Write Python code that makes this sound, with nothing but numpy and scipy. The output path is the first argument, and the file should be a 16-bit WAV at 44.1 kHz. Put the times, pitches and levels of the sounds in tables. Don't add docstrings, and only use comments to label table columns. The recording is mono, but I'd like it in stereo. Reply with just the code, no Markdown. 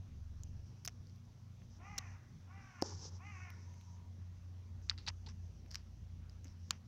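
import sys
import numpy as np
from scipy import signal
from scipy.fft import next_fast_len
from scipy.io import wavfile
from scipy.ndimage import uniform_filter1d

SR = 44100
rng = np.random.default_rng(int(sys.argv[2]) if len(sys.argv) > 2 else 0)


def wav_out(sig):
    wavfile.write(sys.argv[1], SR, np.round(np.clip(np.atleast_2d(sig).T, -1, 1) * 32767).astype(np.int16))


def volts_from_decibels(level):
    exponent = np.asarray(level, float) / 20
    return 10 ** exponent


N = 302967


def evened(x):
    return x / np.sqrt(np.mean(x ** 2) + 1e-20)


def smoothed_noise(count, span, passes=1):
    noise = rng.standard_normal(count)
    for _ in range(passes):
        noise = uniform_filter1d(noise, span)
    return evened(noise)


def read(points, hz):
    f, value = np.transpose(points)
    return np.interp(np.log(hz + 1), np.log(f + 1), value)


def columns(rows, t):
    s, *values = np.transpose(rows)
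    return [np.interp(t, s, v) for v in values]


def add(mix, s, sound):
    part = mix[..., round(s * SR):][..., :sound.shape[-1]]
    part += sound[..., :part.shape[-1]]


def resonate(x, hz, width):
    turn = np.exp(2j * np.pi * np.cumsum(hz * np.ones(x.shape[-1])) / SR)
    r = np.exp(-np.pi * width / SR)
    return 2 * (turn * signal.lfilter([1 - r], [1, -r], x / turn)).real


def resonate_twice(x, hz, width):
    return resonate(resonate(x, hz, width), hz, width)


def band(x, low_hz, high_hz, order=2):
    return signal.sosfilt(signal.butter(order, [low_hz, high_hz], "bandpass", fs=SR, output="sos"), x)


def ring(x, hz, width):
    return band(resonate_twice(x, hz, width), 1500, 8020, order=8)


def port_hiss(count, hz, width):
    grain_db = 0.85 * smoothed_noise(count, 150)
    return evened(ring(rng.standard_normal(count) * volts_from_decibels(grain_db), hz, width))


def echoes(x, t60, start_s):
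    taps = rng.choice([-1., 1.], (2, SR // 2)) * (rng.random((2, SR // 2)) < .05)
    t = np.arange(SR // 2) / SR
    taps = taps * volts_from_decibels(-60 * t / t60) * (t > start_s)
    return signal.fftconvolve(x, taps / np.linalg.norm(taps[0]), axes=1)[:, :N]


def knock(peak_db, modes, rise_s):
    t = np.arange(4400) / SR
    sound = sum(volts_from_decibels(db - 60 * t / t60) * np.sin(2 * np.pi * hz * t) for hz, db, t60 in modes)
    sound = signal.lfilter(signal.windows.hann(round(rise_s * SR) + 3), 1, sound)
    return volts_from_decibels(peak_db) * sound / abs(sound).max()


# f/Hz, density/dB per Hz
AIR_SPECTRUM = [(15, -27), (60, -9.5), (110, 6.5), (170, -4.5), (260, -9.5), (400, -17.5), (700, -22),
                (1100, -23.5), (1600, -27), (3500, -29.5), (6200, -32), (8200, -43.5), (15000, -44.5)]
# f/Hz, coherence/1
PORT_COHERENCE = [(60, 0.65), (130, 0.55), (290, 0.19), (640, 0.29), (1400, 0.022), (15000, 0)]


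def air():
    frames, hz = N // 256 + 5, np.fft.rfftfreq(1024, 1 / SR)
    a, b, c, d, patches = rng.standard_normal((frames, 513, 5)).T
    patches = evened(uniform_filter1d(uniform_filter1d(patches, 12, 0), 14, 1))
    same = np.clip(read(PORT_COHERENCE, hz), -1, 1)[:, None]
    left, other = a + 1j * b, c + 1j * d
    z = np.array([left, same * left + np.sqrt(1 - same ** 2) * other])
    patch_db = 2.2 * patches / (1 + (hz[:, None] / 5000) ** 2)
    z *= volts_from_decibels(read(AIR_SPECTRUM, hz)[:, None] + patch_db)
    return volts_from_decibels(-60) * evened(signal.istft(z, nperseg=1024, noverlap=768)[1][:, :N])


# start t/s, length t/s, level/dB
GRASS_GUSTS = [(0.19, 1.1, -82.5), (0.647, 0.075, -87), (1.69, 0.11, -72.5), (1.792, 0.42, -70.5),
               (2.151, 0.76, -87), (2.555, 0.34, -75.5), (3.112, 0.98, -72.5), (3.197, 0.3, -78),
               (4.814, .08, -71), (4.799, 1.16, -86.5), (6.422, 0.12, -78), (6.56, 0.25, -74.5)]


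def breeze():
    calm_db = -80
    level = volts_from_decibels(calm_db + 2.1 * smoothed_noise(N, 2500))
    for s, length, db in GRASS_GUSTS:
        add(level, s, volts_from_decibels(db) * signal.windows.tukey(round(length * SR), .5))
    wander = smoothed_noise(N, 6000, passes=2)
    left = volts_from_decibels(-4.5) * port_hiss(N, 5160, 1400)
    right = volts_from_decibels(1.5) * port_hiss(N, 5850 + 120 * wander, 950)
    return level * np.array([left, right])


# t/s, f/Hz, level/dB
MACHINE_HUM = [(0.0, 93.4, -44), (0.02, 94.6, -54.5), (0.52, 92.27, -51), (0.74, 95.0, -55),
               (1.78, 91.6, -56), (2.16, 93.35, -52), (2.24, 92.1, -62.5), (2.58, 91.8, -50.5),
               (2.66, 94.5, -66.5), (2.95, 91.7, -45.5), (2.98, 90.54, -51.5), (4.92, 89.2, -49),
               (5.57, 87.7, -50.5), (5.66, 86.9, -54), (6.24, 86.96, -50), (6.37, 87.6, -56),
               (6.72, 87.85, -49), (6.87, 89.6, -58.5)]
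# f/Hz, bandwidth/Hz, level/dB
WAVERING_TONES = [(119.4, 4.9, -63), (176.8, 34, -68), (235.33, 5.83, -71), (73.4, 37, -67), (36, 18, -75)]
# start t/s, length t/s, f/Hz, level/dB
VEHICLES = [
    (0.03, .7, 72.5, -50),
    (0.0, .72, 25, -58),
    (1.5, .75, 57, -63),
    (4.6, .3, 73, -58),
    (4.52, 2.15, 59, -56),
    (4.2, .3, 59, -62),
    (.85, .2, 60, -61),
]
# start t/s, length t/s, f/Hz, level/dB
FAR_WHINE = (3.5, .62, 957, -71)


def machine():
    flutter_db, flutter_s, sag_per_s = 2.5, 0.048, 0.027
    hz, level_db = columns(MACHINE_HUM, np.arange(N) / SR)
    flutter = smoothed_noise(N, round(flutter_s * SR), passes=2)
    hum = np.sin(2 * np.pi * np.cumsum(hz) / SR)
    out = volts_from_decibels(level_db + flutter_db * flutter) * np.sqrt(2) * hum
    for s, length, f_hz, db in VEHICLES:
        t = np.arange(0, length, 1 / SR)
        turns = f_hz * (t - sag_per_s * t ** 2 / 2)
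        swell = signal.windows.tukey(len(t), .4)
        add(out, max(s, 0), volts_from_decibels(db) * np.sqrt(2) * swell * np.sin(2 * np.pi * turns))
    for f_hz, width, db in WAVERING_TONES:
        along = f_hz * hz / hz[0]
        out = out + volts_from_decibels(db) * evened(resonate_twice(rng.standard_normal(N), along, width))
    out = np.array([volts_from_decibels(-0.5) * out, volts_from_decibels(-2.0) * np.roll(out, 14)])
    s, length, f_hz, db = FAR_WHINE
    swell = signal.windows.tukey(round(length * SR), .3)
    whine = evened(resonate(rng.standard_normal((2, SR)), f_hz, 32))
    add(out, s, volts_from_decibels(db) * swell * whine[:, :len(swell)])
    return out


def caw(voice, throat, slack):
    t = np.arange(voice[0][0], voice[-1][0], 1 / SR)
    hz, effort_db = columns(voice, t)
    taut_rough = .36
    rough = .75 * np.minimum(taut_rough + slack * (1 - hz / hz.max()), .9)
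    age = t - t[0]
    shut_db, open_db = -3, -.5
    bright_db = shut_db + (open_db - shut_db) * np.minimum(age / .05, 1) + 6.5 * age
    jitter = smoothed_noise(len(t), 250)
    turns = np.cumsum(hz * (1 + .03 * rough * jitter)) / SR
    rattle = 1 + .3 * np.sin(2 * np.pi * np.cumsum(62 * (1 + .15 * jitter)) / SR)
    clear, hoarse = np.zeros((2, len(t)))
    for k, db in enumerate(throat, start=2):
        waver_db = 2.2 * smoothed_noise(len(t), 1500)
        height = volts_from_decibels(db + bright_db * (k - 4))
        clear += height * volts_from_decibels(waver_db) * np.cos(2 * np.pi * k * turns + k * k)
        hoarse += height * evened(resonate(rng.standard_normal(len(t)), k * hz, 240))
    breath = evened(band(rng.standard_normal(len(t)), 1010, 4100, order=3))
    sound = (1 - rough) * evened(clear) + rough * (evened(hoarse) + .4 * breath)
    sound = band(sound * rattle, 640, 2530, order=4)
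    level = np.sqrt(uniform_filter1d(sound ** 2, 2600) + 1e-12)
    return volts_from_decibels(effort_db) * sound / level * signal.windows.tukey(len(t), .1)


# t/s, f/Hz (pitch), level/dB (effort)
CAW_CURVES = [
    [(1.78, 311.8, -70), (1.83, 372.3, -59.5), (1.86, 397.7, -55), (1.92, 415, -56.5), (1.98, 394, -55),
     (2.03, 369.3, -58.5), (2.09, 335, -61.5), (2.19, 302.7, -66)],
    [(2.46, 324.5, -75), (2.5, 357, -62), (2.53, 387, -60.5), (2.58, 398, -56.5), (2.68, 380.8, -60),
     (2.75, 363.3, -61.5), (2.83, 344.7, -53.5)],
    [(3.185, 311.6, -63), (3.23, 382, -58.5), (3.27, 418, -55), (3.3, 411.7, -56), (3.36, 372.2, -57),
     (3.47, 363.5, -56), (3.5, 342.7, -59), (3.545, 317.5, -75)],
]
# overtones 2 to 8, level/dB
CAW_THROATS = [
    (-5, -3, -6, -1, -12, -13, -21),
    (-11, -4, 2, -6, -13, -16, -18),
    (-10, -5, -3, 0, -6, -7, -19),
]
CAW_SLACKNESS = (2, 2.4, 1)


def crow():
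    lag, turn_rad = 21, 1.75
    voice = np.zeros(N)
    for call, throat, slack in zip(CAW_CURVES, CAW_THROATS, CAW_SLACKNESS):
        add(voice, call[0][0], caw(call, throat, slack))
    analytic = signal.hilbert(voice, next_fast_len(N))[:N]
    turned = (analytic * np.exp(1j * turn_rad)).real
    ports = np.array([voice, volts_from_decibels(3) * np.roll(turned, lag)])
    near = volts_from_decibels(-11) * echoes(ports, t60=.08, start_s=.003)
    far = volts_from_decibels(-10.0) * echoes(ports, t60=1.06, start_s=0.026)
    return ports + near + far


# t/s, peak level/dB
CASE_KNOCK = (2.8243, -14.5)
# f/Hz, level/dB, t60/s
CASE_MODES = [
    (352, 8.5, 0.018),
    (555, -0.5, 0.043),
    (730, 8, 0.016),
    (960, -7, 0.013),
]
# start t/s, length t/s, share before hardest pressure/1, hiss level/dB, drag level/dB
FINGER_STROKES = [
    (2.827, 0.1374, 0.25, -48.5, -56.5),
    (2.96, 0.14, 0.69, -49.5, -61),
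    (3.087, 0.099, 0.72, -62, -69),
]


def finger():
    out = np.zeros((2, N))
    s, peak_db = CASE_KNOCK
    add(out, s - .0003, knock(peak_db, CASE_MODES, rise_s=0.00043) * volts_from_decibels(np.array([[0], [-20]])))
    pad = -knock(-25.5, [(226.7, 0, 0.0038)], rise_s=0.00081)
    add(out, s - .0022, pad * volts_from_decibels(np.array([[0], [-6]])))
    count = SR // 2
    lumps_db = 1.9 * smoothed_noise(count, 400)
    scrape = rng.standard_normal(count) * volts_from_decibels(lumps_db)
    drag = evened(sum(resonate_twice(scrape, hz, 380) for hz in (340, 820)))
    hiss = band(port_hiss(count, 5560, 1830), 2150, 7160, order=4)
    light_drag_db, light_hiss_db = -8.5, -10.5
    for s, length, hardest, hiss_db, drag_db in FINGER_STROKES:
        done = np.linspace(0, 1, round(length * SR))
        light = np.interp(done, [0, hardest, 1], [1, 0, 1])
        levels = volts_from_decibels(np.array([drag_db + 7.5 + light_drag_db * light, hiss_db + 3.5 + light_hiss_db * light]))
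        at = round((s - FINGER_STROKES[0][0]) * SR)
        rub = np.array([drag, hiss])[:, at:at + len(done)]
        add(out, s, levels * rub * signal.windows.tukey(len(done), .1))
    return out


def ported(parts, pan_db):
    ports = volts_from_decibels(np.array([[.5 * pan_db], [-.5 * pan_db]]))
    ports = ports / np.sqrt(np.mean(ports ** 2))
    tilts = [ports] + [np.sqrt(ports)] * (len(parts) - 1)
    return sum(volts_from_decibels(db) * p * x / np.std(x, 1)[:, None] for (x, db), p in zip(parts, tilts))


def snap(chance, db, hz, low_db, high_db, pan_db, top_hz):
    t = np.arange(chance.shape[1]) / SR
    spray = np.minimum(t / 0.00037, 1) ** 2 * volts_from_decibels(-60 * np.maximum(t - .0006, 0) / 0.011)
    main = 13 * (np.arange(len(t)) == 36)
    shared = np.roll(chance[0] + main, 3)
    cracks = spray * np.array([0.82 * shared + 0.86 * chance[1], chance[0] + main])
    low = band(cracks, 1140, 2820, order=3)
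    edge = band(cracks, 8700, top_hz, order=3)
    length = np.sqrt(90 / len(t))
    return volts_from_decibels(db) * length * ported([(ring(cracks, hz, 1470), 0), (low, low_db), (edge, high_db)], pan_db)


def tear(chance, length, db, hz, low_db):
    fade_db, dulling_db = -23.5, 10.5
    size, push, luck = chance[..., :round(length * SR)]
    done = np.linspace(0, 1, size.shape[1])
    cracks = volts_from_decibels(-1.6 * np.log(size + .02)) * (2 * push - 1) * (luck < 3500 / SR)
    low = band(cracks, 760, 3000, order=3)
    sound = ported([(ring(cracks, hz, 1400), 0), (low, low_db + dulling_db * done)], -6)
    return volts_from_decibels(db + fade_db * done) * sound * signal.windows.tukey(len(done), .1)


# t/s, level/dB, ring f/Hz, low part level/dB, left-right level/dB
CRISP_SNAPS = [(0.4352, -44, 6380, -39, -10), (0.877, -32, 5740, -11.5, -12), (0.8842, -40, 5440, -9, -6),
               (0.894, -57, 5300, -7, -10), (1.0705, -60.5, 4970, -31, -15), (1.0971, -63, 5100, -22, -18),
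               (1.9806, -31.5, 5660, -19, -10), (1.9843, -25, 6230, -20, -4),
               (1.9876, -37.5, 4040, -29, -19), (5.7112, -56, 5300, -23, 2), (5.7139, -45, 5050, -22, -11),
               (5.7241, -55, 5430, -20, -7), (5.7397, -52, 5960, -14, -10), (5.7454, -39, 5140, -12, 1),
               (5.7557, -34, 5120, -9, -20), (5.7611, -56, 5600, -6, -3), (6.2966, -55, 5124, -15, -19),
               (6.445, -48, 6440, -19, -5), (6.4706, -60, 4990, -18, -16), (6.4813, -58, 5100, -15, -16),
               (6.7078, -26, 6920, -28, 10.5), (6.708, -27, 4630, -8, -9), (6.7081, -37, 2950, -25, 9),
               (6.7324, -73, 5460, 7, -5)]
# t/s, level/dB, f/Hz, low level/dB, left-right level/dB
FINGER_TICKS = [
    (2.8167, -45, 5500, -23, -19),
    (2.8231, -28.5, 5390, -20, -30),
]
# t/s, level/dB, ring f/Hz, low part level/dB, left-right level/dB
JUICY_CRUNCHES = [(4.8904, -54, 6240, -5, 2), (4.8973, -22, 4080, -25, -3), (4.903, -35.5, 4750, -23, -12),
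                  (4.9062, -50, 5253, 0, 8), (4.9131, -55.5, 3574, 12.5, -11),
                  (4.9787, -47.5, 4493, -12, -3), (4.985, -49.5, 4457, -9, -12),
                  (5.0669, -42.5, 4040, -21, 5), (5.0755, -37, 3913, -10, -8), (5.079, -38, 4600, -8, -13),
                  (5.0816, -36.5, 4315, -4, -3), (5.0857, -30.5, 4510, -21, -2),
                  (5.0898, -34.5, 4960, -29, -17), (5.1012, -63, 6030, 11, 0), (5.2633, -50, 4300, -35, -7),
                  (5.2746, -58, 4430, -11, -6), (5.2903, -60, 4255, 0, 1)]
# t/s, level/dB, ring f/Hz, low part level/dB, left-right level/dB
BRITTLE_SPLITS = [(0.8497, -41.5, 5150, -24, -23), (0.853, -40.5, 6400, -9, 12),
                  (0.8605, -42, 5140, -28, -3), (0.8633, -53, 5150, -30, -25),
                  (1.1604, -67, 4520, -19, -21), (1.6195, -78.5, 5860, 14, -13),
                  (3.5035, -51.5, 5608, -3, 2), (3.741, -69, 5434, 0, -4), (3.812, -63, 3526, 0, 30),
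                  (4.8169, -74.5, 3757, 3.5, 1), (5.662, -70, 4014, 4, -8), (6.456, -73, 3990, 11.5, -2)]
# start t/s, length t/s, crackle level/dB, ring f/Hz, low part level/dB
BLADE_TEARS = [(4.892, 0.056, -53, 4600, -3.5), (4.982, 0.1, -57.5, 4230, -9),
               (5.064, .03, -48.5, 4295, -7.5), (5.08, .025, -38, 5170, -5.5),
               (5.265, 0.028, -51, 4300, -13), (5.285, 0.038, -51.5, 5200, -8),
               (5.706, 0.064, -54.5, 5000, -12.5), (5.75, 0.076, -56.5, 4900, -8.5),
               (6.446, .07, -66.5, 5850, -1), (6.708, .015, -46.5, 5520, -2.5),
               (6.724, 0.058, -69, 4570, 8.5)]
# t/s, peak level/dB, f/Hz, t60/s
JAW_THUDS = [
    (0.875, -49, 703, 0.045),
    (5.078, -45, 902, 0.05),
    (5.101, -52, 1000, .015),
    (4.979, -62, 2700, .05),
    (6.708, -41, 1150, .015),
    (5.272, -54, 887, 0.045),
    (5.275, -58, 434, 0.054),
    (6.454, -52, 264, 0.08),
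    (1.986, -49.5, 530, 0.014),
]


def leaf():
    out = np.zeros((2, N))
    kinds = ((CRISP_SNAPS + FINGER_TICKS, -22, 15000), (JUICY_CRUNCHES, -35.5, 10800),
             (BRITTLE_SPLITS, -9, 15000))
    for rows, edge_db, top_hz in kinds:
        for (s, db, hz, low_db, pan_db), chance in zip(rows, rng.standard_normal((len(rows), 2, 660))):
            add(out, s - .0011, snap(chance, db, hz, low_db, edge_db, pan_db, top_hz))
    for (s, *row), chance in zip(BLADE_TEARS, rng.random((len(BLADE_TEARS), 3, 2, 4000))):
        add(out, s, tear(chance, *row))
    for s, db, hz, t60 in JAW_THUDS:
        add(out, s, knock(db, [(hz, 0, t60)], rise_s=0.00022))
    return out


def scene():
    bites = leaf()
    bites = bites + volts_from_decibels(-22.0) * echoes(bites, t60=0.009, start_s=.001)
    return air() + breeze() + machine() + crow() + finger() + bites


def low_pass(x):
    return signal.sosfilt(signal.butter(12, 16500, fs=SR, output="sos"), x)


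def record(dry):
    edge = signal.firwin(255, 16100, window=("kaiser", 9), fs=SR)
    mix = signal.oaconvolve(dry, edge[None], "same")
    return low_pass(mix)


dry = scene()
out = record(dry)
wav_out(out)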